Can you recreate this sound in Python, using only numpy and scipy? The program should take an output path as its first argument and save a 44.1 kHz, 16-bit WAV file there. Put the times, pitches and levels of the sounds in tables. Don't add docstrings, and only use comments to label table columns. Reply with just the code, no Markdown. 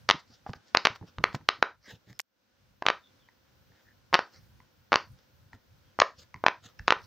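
import sys
import numpy as np
from scipy import signal
from scipy.fft import rfft, irfft, next_fast_len
from scipy.io import wavfile
from scipy.ndimage import uniform_filter1d

SR = 44100
rng = np.random.default_rng(int(sys.argv[2]) if len(sys.argv) > 2 else 0)


def level_to_linear(level):
    exponent = np.asarray(level, float) / 20
    return 10 ** exponent


def waveform_to_disk(signal):
    frames = np.transpose(np.atleast_2d(signal))
    scaled = np.clip(frames, -1, 1) * 32767
    samples = np.round(scaled).astype(np.int16)
    wavfile.write(sys.argv[1], SR, samples)


N = 311346


def unit(x):
    return x / np.sqrt(np.mean(x ** 2))


def noise(*shape):
    return rng.standard_normal(shape)


def sine(hz, t):
    return np.sin(2 * np.pi * hz * t)


def colour(x, points):
    size = next_fast_len(x.shape[-1])
    hz, db = np.transpose(points)
    f = np.maximum(np.arange(size // 2 + 1) * SR / size, 1)
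    gain = level_to_linear(np.interp(np.log(f), np.log(hz), db))
    return irfft(rfft(x, size) * gain, size)[..., :x.shape[-1]]


def band(x, lo_hz, hi_hz):
    sos = signal.butter(2, [lo_hz, min(hi_hz, 0.45 * SR)], "band", fs=SR, output="sos")
    return signal.sosfilt(sos, x)


def walk(rate):
    hold = int(SR / rate)
    levels = np.repeat(noise(N // hold + 1), hold)
    return uniform_filter1d(levels, hold)[:N]


def fade(t, t60):
    return (t >= 0) * np.exp(-np.log(1000) * np.maximum(t, 0) / t60)


def add(track, s, sound, lead):
    i = int(s * SR) - lead
    track[..., i:i + sound.shape[-1]] += sound[..., :N - i]


def stereo(mid, side):
    return mid + side * np.array([[1], [-1]])


# f/Hz, level/dB per Hz
ROOM_TONE = [(120, -30), (200, -1), (370, -7.5), (433, -11.5), (520, -2.5), (625, -11.5), (1030, -10.5),
             (1200, -13.5), (1450, -7.5), (1860, -14.5), (3340, -15.5), (5820, -17), (7500, -28),
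             (11000, -36.5)]
# f/Hz, level/dB per Hz
FAR_RUMBLE = [(20, -45), (40, -15.5), (60, -4.5), (95, 0), (150, -6), (220, -16.5), (350, -45)]
# f/Hz, level/dB per Hz
TOP_HISS = [(9000, -39), (12000, -10.5), (13200, -3.5), (15500, 1), (16100, -19), (17000, -61)]
# on t/s, off t/s
SCREEN_WHINE = [(2.9, 3.83), (4.2, 4.88), (1.5, 1.6)]
# t/s, level/dB
PHONE_GAIN_RIDE = [(0, 2.5), (.07, -.5), (1.0, 2), (1.62, -1), (1.78, -6.5), (2.02, -2), (2.18, -1.1),
                   (2.224, -20), (2.42, -7.5), (2.7, -2), (3.1, 0.35), (6.75, 0), (7.06, 3)]


def air(t):
    gain_db = np.interp(t, *np.transpose(PHONE_GAIN_RIDE))
    hum, rumble, hiss = (unit(colour(noise(2, N), shape)) for shape in (ROOM_TONE, FAR_RUMBLE, TOP_HISS))
    hum_db = 3 - 73 + gain_db + 0.99 * walk(7.8)
    rumble_db = -69 + 2 * gain_db + 6.5 * walk(12)
    hiss_climb_db = 0.7 * (t - 2.5)
    hiss_db = -85.5 + 0.7 * gain_db + hiss_climb_db + 2.2 * walk(16)
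    out = level_to_linear(hum_db) * stereo(hum[0], level_to_linear(-2.0) * hum[1])
    out += level_to_linear(rumble_db) * stereo(rumble[0], level_to_linear(-5.5) * rumble[1])
    out += level_to_linear(hiss_db) * stereo(hiss[0], level_to_linear(-2.0) * hiss[1])
    whine_on = sum((t > start) & (t < stop) for start, stop in SCREEN_WHINE)
    out[1] += level_to_linear(-78) * whine_on * sine(15331, t)
    return out


def snap(t, hz, bright_db):
    width = 0.29 / hz * np.where(t < 0, 1.15, 0.9)
    edge = 0.057 / hz * level_to_linear(-0.5 * bright_db + 3.0)
    push = -np.tanh(t / edge) * np.exp(-(t / width) ** 2) * np.where(t < 0, 0.97, 1.1)
    return push / np.abs(push).max()


# t/s, peak level/dB, snap f/Hz, edge brightness/dB
STRIPED_TRAY = [(0.0906, -1.3, 1804, -1.5), (0.1002, -0.63, 1260, -1.5), (0.1106, -0.5, 2644, 1.5),
                (0.1116, -5.5, 1540, -11), (0.4649, -26, 810, -48), (0.4717, -34, 916, -23),
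                (0.4907, -39, 618, -25.5), (0.4948, -31.5, 873, -14), (0.5341, -31, 2420, 6),
                (0.5357, -29, 1290, -16), (0.538, -29.5, 1010, -20), (0.7495, 2.5, 1330, -11.5),
                (0.7719, -2, 2167, 6), (0.853, 0.93, 2580, -1), (0.8574, -2, 1670, -8.5),
                (0.871, -0.5, 1700, -8), (0.96, -32.5, 1530, -10), (1.2408, 1.15, 1645, -7),
                (1.3297, -35, 1457, -5), (1.1848, -24.5, 1500, -12), (1.3471, -20.5, 912.5, -13),
                (1.351, -27.5, 1862, 6), (1.4891, 3, 2313, -11), (1.4917, -14.5, 1291, -5.5),
                (1.627, 1.5, 1287, -15)]
# t/s, peak level/dB, snap f/Hz, edge brightness/dB
PLAIN_TRAY_FIRST = [(2.8233, -18, 868, -31.5), (2.8244, -20.5, 1382, -11), (2.8263, -26.5, 1011, -21),
                    (2.8555, -23, 930, -26.5), (2.8655, -1.5, 1800, -3), (2.8857, -1, 1720, -14),
                    (2.887, -11, 1900, -7), (2.9019, -4, 1368, -15), (4.1293, -12, 1160, -29),
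                    (4.1303, -19, 1397, -26), (4.1367, -9.5, 1083, -21), (4.1422, 1, 1500, -0.5),
                    (4.1433, -2.5, 1940, 0.5), (4.148, -2, 1511, -13.5), (4.1535, -2, 1370, -17.5),
                    (4.1918, -7, 1090, -16.5), (4.921, -6, 1044, -16.5), (4.9297, -1.2, 1405, -13),
                    (4.9332, -7.5, 1133, -18.5), (4.9415, -4, 1240, -10.5), (4.958, -1.5, 1770, 3.5)]
# t/s, peak level/dB, snap f/Hz, edge brightness/dB
PLAIN_TRAY_LATER = [(5.9899, -11, 980, -26.5), (6.0013, -3.5, 3510, 8), (6.0022, -5.5, 1166, -5.5),
                    (6.017, -9.5, 1150, -7.5), (6.0188, -0.5, 1298, -11.5), (6.0205, 0.5, 1152, -24),
                    (6.44, -9.5, 892, -30.5), (6.4648, 4, 1507, -20), (6.466, -7.5, 1330, -8),
                    (6.4837, -5.5, 1385, -12), (6.8807, -0.5, 1325, -9.5), (6.8863, -17, 1010, -5),
                    (6.9061, 1.1, 1810, -11), (6.9068, -11, 1988, -3), (6.9236, -0.85, 1172, -13.5),
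                    (6.9257, -9.5, 1358, -17)]
SPIT_LEVELS = (-40.5, -41.5, -47.5)
ROOM_SHARES = (1, 2.96, 1.8)
# f/Hz, level/dB, t60/s
DOME_MODES = [(1184, -9.5, 0.0091), (560, -21.5, 0.012), (2000, -22.5, 0.0033), (2960, -16.5, 0.0047),
              (4100, -12, 0.0039), (5550, -18, 0.0011)]
# delay t/s, level/dB
BED_BOUNCES = [
    (.0013, -13),
    (.0023, -21),
    (.0036, -28),
]


def pop_sound(t, hz, bright_db, puff):
    pop = snap(t, hz, bright_db)
    for late, bounce_db in BED_BOUNCES:
        level_luck, time_luck = noise(2)
        bounce = snap(t - late * (1 + 0.18 * time_luck), hz * 1.6, bright_db - 2.5)
        pop = pop + level_to_linear(bounce_db + 2.5 * level_luck) * bounce
    mode_hz, mode_db, t60 = (column[:, None] for column in np.transpose(DOME_MODES))
    level_luck, pitch_luck = noise(2, len(mode_hz), 1)
    edge_db = 0.66 * (bright_db + 8) * np.clip(mode_hz / 3000 - 0.3, 0, 1)
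    size = level_to_linear(mode_db + 2.2 * level_luck + edge_db)
    ring = size * fade(t, t60) * sine(mode_hz * (1 + 0.11 * pitch_luck), t)
    creak = level_to_linear(-8.5 + 0.6 * bright_db) * band(puff, 1000, 7000)
    return pop - np.sum(ring, axis=0) + creak


def pops():
    near, spit, send = np.zeros((3, N))
    lead = 256
    t = (np.arange(1024) - lead) / SR
    trays = (STRIPED_TRAY, PLAIN_TRAY_FIRST, PLAIN_TRAY_LATER)
    for tray, tray_spit_db, share_db in zip(trays, SPIT_LEVELS, ROOM_SHARES):
        for s, db, hz, bright_db in tray:
            puff = noise(1024) * np.exp(-np.abs(t) / 0.001)
            pop = level_to_linear(db - 3.5) * pop_sound(t, hz, bright_db, puff)
            spit_db = 2 * db + 0.3 * bright_db + tray_spit_db
            add(near, s, pop, lead)
            add(spit, s, level_to_linear(spit_db) * band(puff, 6300, 15000), lead)
            add(send, s, pop * level_to_linear(share_db), lead)
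    return near, spit, send


# f/Hz, level/dB, t60/s
ROOM_BANDS = [(170, -2.5, .25), (335, 1, 0.22), (637, -2.5, .24), (1150, 2.5, 0.24), (1940, -1, .25),
              (3170, -2, 0.19), (4600, -6, 0.31), (6300, -11, 0.38)]


def echo(t):
    gap_s, build_s, gate_s = 0.0071, 0.0027, 0.135
    shape = np.clip((t - gap_s) / build_s, 0.12, 1) * np.exp(-(t / gate_s) ** 4)
    out = np.zeros(len(t))
    for hz, db, t60 in ROOM_BANDS:
        out += level_to_linear(db) * fade(t, t60) * band(noise(len(t)), hz / 1.3, hz * 1.3)
    out *= shape
    return out / np.sqrt(np.sum(out ** 2))


def room(x):
    t = np.arange(SR // 2) / SR
    mid, side = (signal.fftconvolve(x, echo(t))[:N] for _ in range(2))
    return level_to_linear(-21) * stereo(mid, level_to_linear(-20) * side)


# t/s, level/dB, f/Hz
HAND_THUDS = [(.14, -33.5, 151), (.295, -53.5, 117), (0.489, -33, 105), (0.549, -49, 101),
              (0.898, -44, 111), (1.012, -36, 106), (1.03, -42, 170), (1.075, -54.5, 90),
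              (1.179, -32.5, 88.5), (1.198, -31.5, 153), (1.277, -47, 99), (1.343, -24, 147),
              (1.4, -45.5, 108), (1.582, -49, 117), (1.871, -44.5, 190), (1.922, -45, 109.5),
              (2.07, -49, 120), (2.096, -46.5, 118.4), (3.699, -55, 100), (5.535, -47.5, 98.6),
              (6.18, -61, 79), (6.346, -46, 88.8), (6.651, -50.5, 110), (6.796, -42.5, 62),
              (6.961, -53, 89)]


def thuds():
    out, t = np.zeros((2, N)), np.arange(SR // 3) / SR
    for s, db, hz in HAND_THUDS:
        t60 = 14 / hz * level_to_linear(-0.18 * (db + 45))
        grumble = unit(band(noise(2, len(t)), hz / 2, hz * 2.0))
        wobble = -sine(hz, t) + 0.83 * grumble
        add(out, s, level_to_linear(db) * wobble * fade(t, t60) * np.minimum(t / 0.0078, 1), 0)
    return stereo(out[0], level_to_linear(-16.5) * (out[1] - out[0]))


# middle t/s, length t/s, level/dB, dull part level/dB
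SKIN_RUBS = [(0.2, .02, -57.5, -7), (0.331, 0.13, -63, -8), (.49, 0.057, -61.5, 3.5),
             (0.56, 0.032, -65, -3), (0.686, 0.057, -62.5, -8), (0.959, 0.024, -56, 1.5),
             (1.086, 0.05, -63.5, 2), (1.351, 0.039, -51.5, -2), (1.868, 0.076, -61, 2),
             (1.915, 0.046, -52.5, 0.5), (1.952, 0.037, -62, -1.5), (2.102, 0.052, -58.5, 0),
             (3.796, 0.18, -76.5, 2), (4.352, 0.084, -63.5, 1.5), (4.442, 0.093, -72.5, -6.5),
             (5.197, 0.089, -74.5, -1.5), (5.543, 0.042, -68, 2.5), (6.2, 0.045, -53, -11),
             (6.231, 0.033, -58, -4.5), (6.659, 0.052, -52.5, -4.5), (6.696, 0.043, -67.5, 2.5),
             (7.043, 0.045, -65.5, -19.5)]
# f/Hz, level/dB per Hz
RUB_BRIGHT = [(1500, -23), (2500, -12), (4000, 0), (5500, 0), (6500, -5), (8300, -28.5), (12000, -39),
              (15000, -30), (16500, -38)]
# f/Hz, level/dB per Hz
RUB_DULL = [(150, -17.5), (500, 1.5), (1000, -6.5), (1700, 2.5), (2500, -9.5), (4000, -32.5)]


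def rubs(t):
    grains = noise(2, N) * level_to_linear(3.2 * rng.exponential(size=N) + 1.8 * walk(90))
    patches = np.zeros(N)
    for hz in (150, 240, 380, 610, 980, 1570, 2500, 4000, 6400, 10300):
        patches += band(grains[0], hz, hz * 1.6) * level_to_linear(2.5 * walk(22))
    bright = unit(colour(patches, RUB_BRIGHT))
    side = unit(colour(grains[1], RUB_BRIGHT))
    dull = unit(colour(patches, RUB_DULL))
    swell, body = np.zeros((2, N))
    for s, length, db, dull_db in SKIN_RUBS:
        near = slice(max(int((s - 0.4) * SR), 0), int((s + 0.4) * SR))
        bump = level_to_linear(db) / (1 + (1.6 * (t[near] - s) / length) ** 2) ** 3
        swell[near] += bump
        body[near] += level_to_linear(dull_db) * bump
    return swell * stereo(bright, level_to_linear(-11) * side) + body * dull


# t/s, level/dB, cup ring f/Hz, upper ring level/dB
FINGER_TAPS = [(0.4642, -23, 800, -26), (0.5352, -33, 807, 4), (1.012, -44.5, 860, -11.5),
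               (1.027, -41.5, 860, -9), (1.1842, -38, 1210, -1.5), (1.411, -47.5, 929, -2.5),
               (3.288, -51.5, 952, 9), (3.72, -60, 900, 8), (4.603, -47, 1000, 2), (5.532, -43, 930, 9),
               (6.343, -32.5, 1034, 4), (6.361, -44, 970, 5), (6.7912, -44.5, 2670, 3.5),
               (6.795, -46, 853, 18.5), (6.8761, -34.5, 2415, 7)]


def taps():
    out, t = np.zeros(N), np.arange(2048) / SR
    for s, db, cup_hz, upper_db in FINGER_TAPS:
        cup = sine(cup_hz, t) * fade(t, 0.02)
        upper = sine(2.01 * cup_hz, t) * fade(t, 0.011)
        upper += 0.63 * band(noise(2048), 2500, 6500) * fade(t, 0.0062)
        add(out, s, level_to_linear(db) * (cup + level_to_linear(upper_db) * upper) * np.minimum(t / 0.0012, 1), 30)
    return out


# t/s, length t/s, f/Hz, level/dB
BIRD_CALLS = [(3.06, 0.065, 3546, -66), (3.215, 0.034, 3510, -72), (3.252, 0.068, 3130, -75),
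              (3.894, 0.065, 1784, -65), (5.888, 0.088, 3220, -79), (2.16, 0.042, 5213, -71)]


def birds():
    out, t = np.zeros(N), np.arange(-4096, 4096) / SR
    for s, length, hz, db in BIRD_CALLS:
        husk = 1 + 1.2 * unit(band(noise(len(t)), 13, 150))
        whistle = sine(hz, t - 0.28 * t ** 2)
        add(out, s, level_to_linear(db) * husk * np.exp(-(2 * t / length) ** 2) * whistle, len(t) // 2)
    return out


# t/s, peak level/dB, f/Hz, left minus right level/dB
KEY_TICKS = [
    (2.1917, -20, 4760, -6),
    (2.1966, -16, 2135, 11),
    (2.1990, -27, 1000, 16),
    (2.2008, -25.5, 2440, 18),
    (2.202, -22.5, 4900, -18),
    (2.2108, -42, 4500, 1.5),
    (2.215, -39.5, 5500, 1.5),
]


def key():
    out, t = np.zeros((2, N)), np.arange(1024) / SR
    decay = fade(t, 0.008)
    for s, db, hz, pan_db in KEY_TICKS:
        tick = sine(hz, t) * fade(t, 6 / hz) * np.minimum(t * hz * 1.5, 1)
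        tick += 0.5 * band(noise(1024), hz, hz * 1.8) * decay
        hiss = level_to_linear(-5) * band(noise(1024), 13200, 14000) * decay
        panned = tick * level_to_linear(np.array([[pan_db], [-pan_db]]) / 2) + hiss * level_to_linear(np.array([[-8], [4]]))
        add(out, s, level_to_linear(db) * panned, 0)
    return out


# f/Hz, level/dB
VOICE_BAND = [(30, -18), (100, 1.5), (300, 0.5), (5500, 1), (6800, -5.5), (8200, -27), (11000, -44),
              (16000, -60.5)]


def microphone(x):
    return colour(x, VOICE_BAND)


def scene():
    t = np.arange(N) / SR
    near, spit, send = pops()
    touch = taps()
    ceiling = 1.08
    limited = ceiling * np.tanh(level_to_linear(-0.9) * near / ceiling)
    echoes = room(level_to_linear(-3.5) * send + level_to_linear(3) * touch)
    voiced = microphone(limited + touch + echoes)
    return voiced + spit + thuds() + rubs(t) + key() + birds() + air(t)


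def band_limit(x):
    return signal.sosfilt(signal.butter(12, 16640, fs=SR, output="sos"), x)


def record(dry):
    clipped = np.clip(dry, -0.97, 0.97)
    top_cut = signal.cheby2(10, 60, 17300, fs=SR, output="sos")
    mix = signal.sosfiltfilt(top_cut, clipped)
    return band_limit(mix)


dry = scene()
out = record(dry)
waveform_to_disk(out)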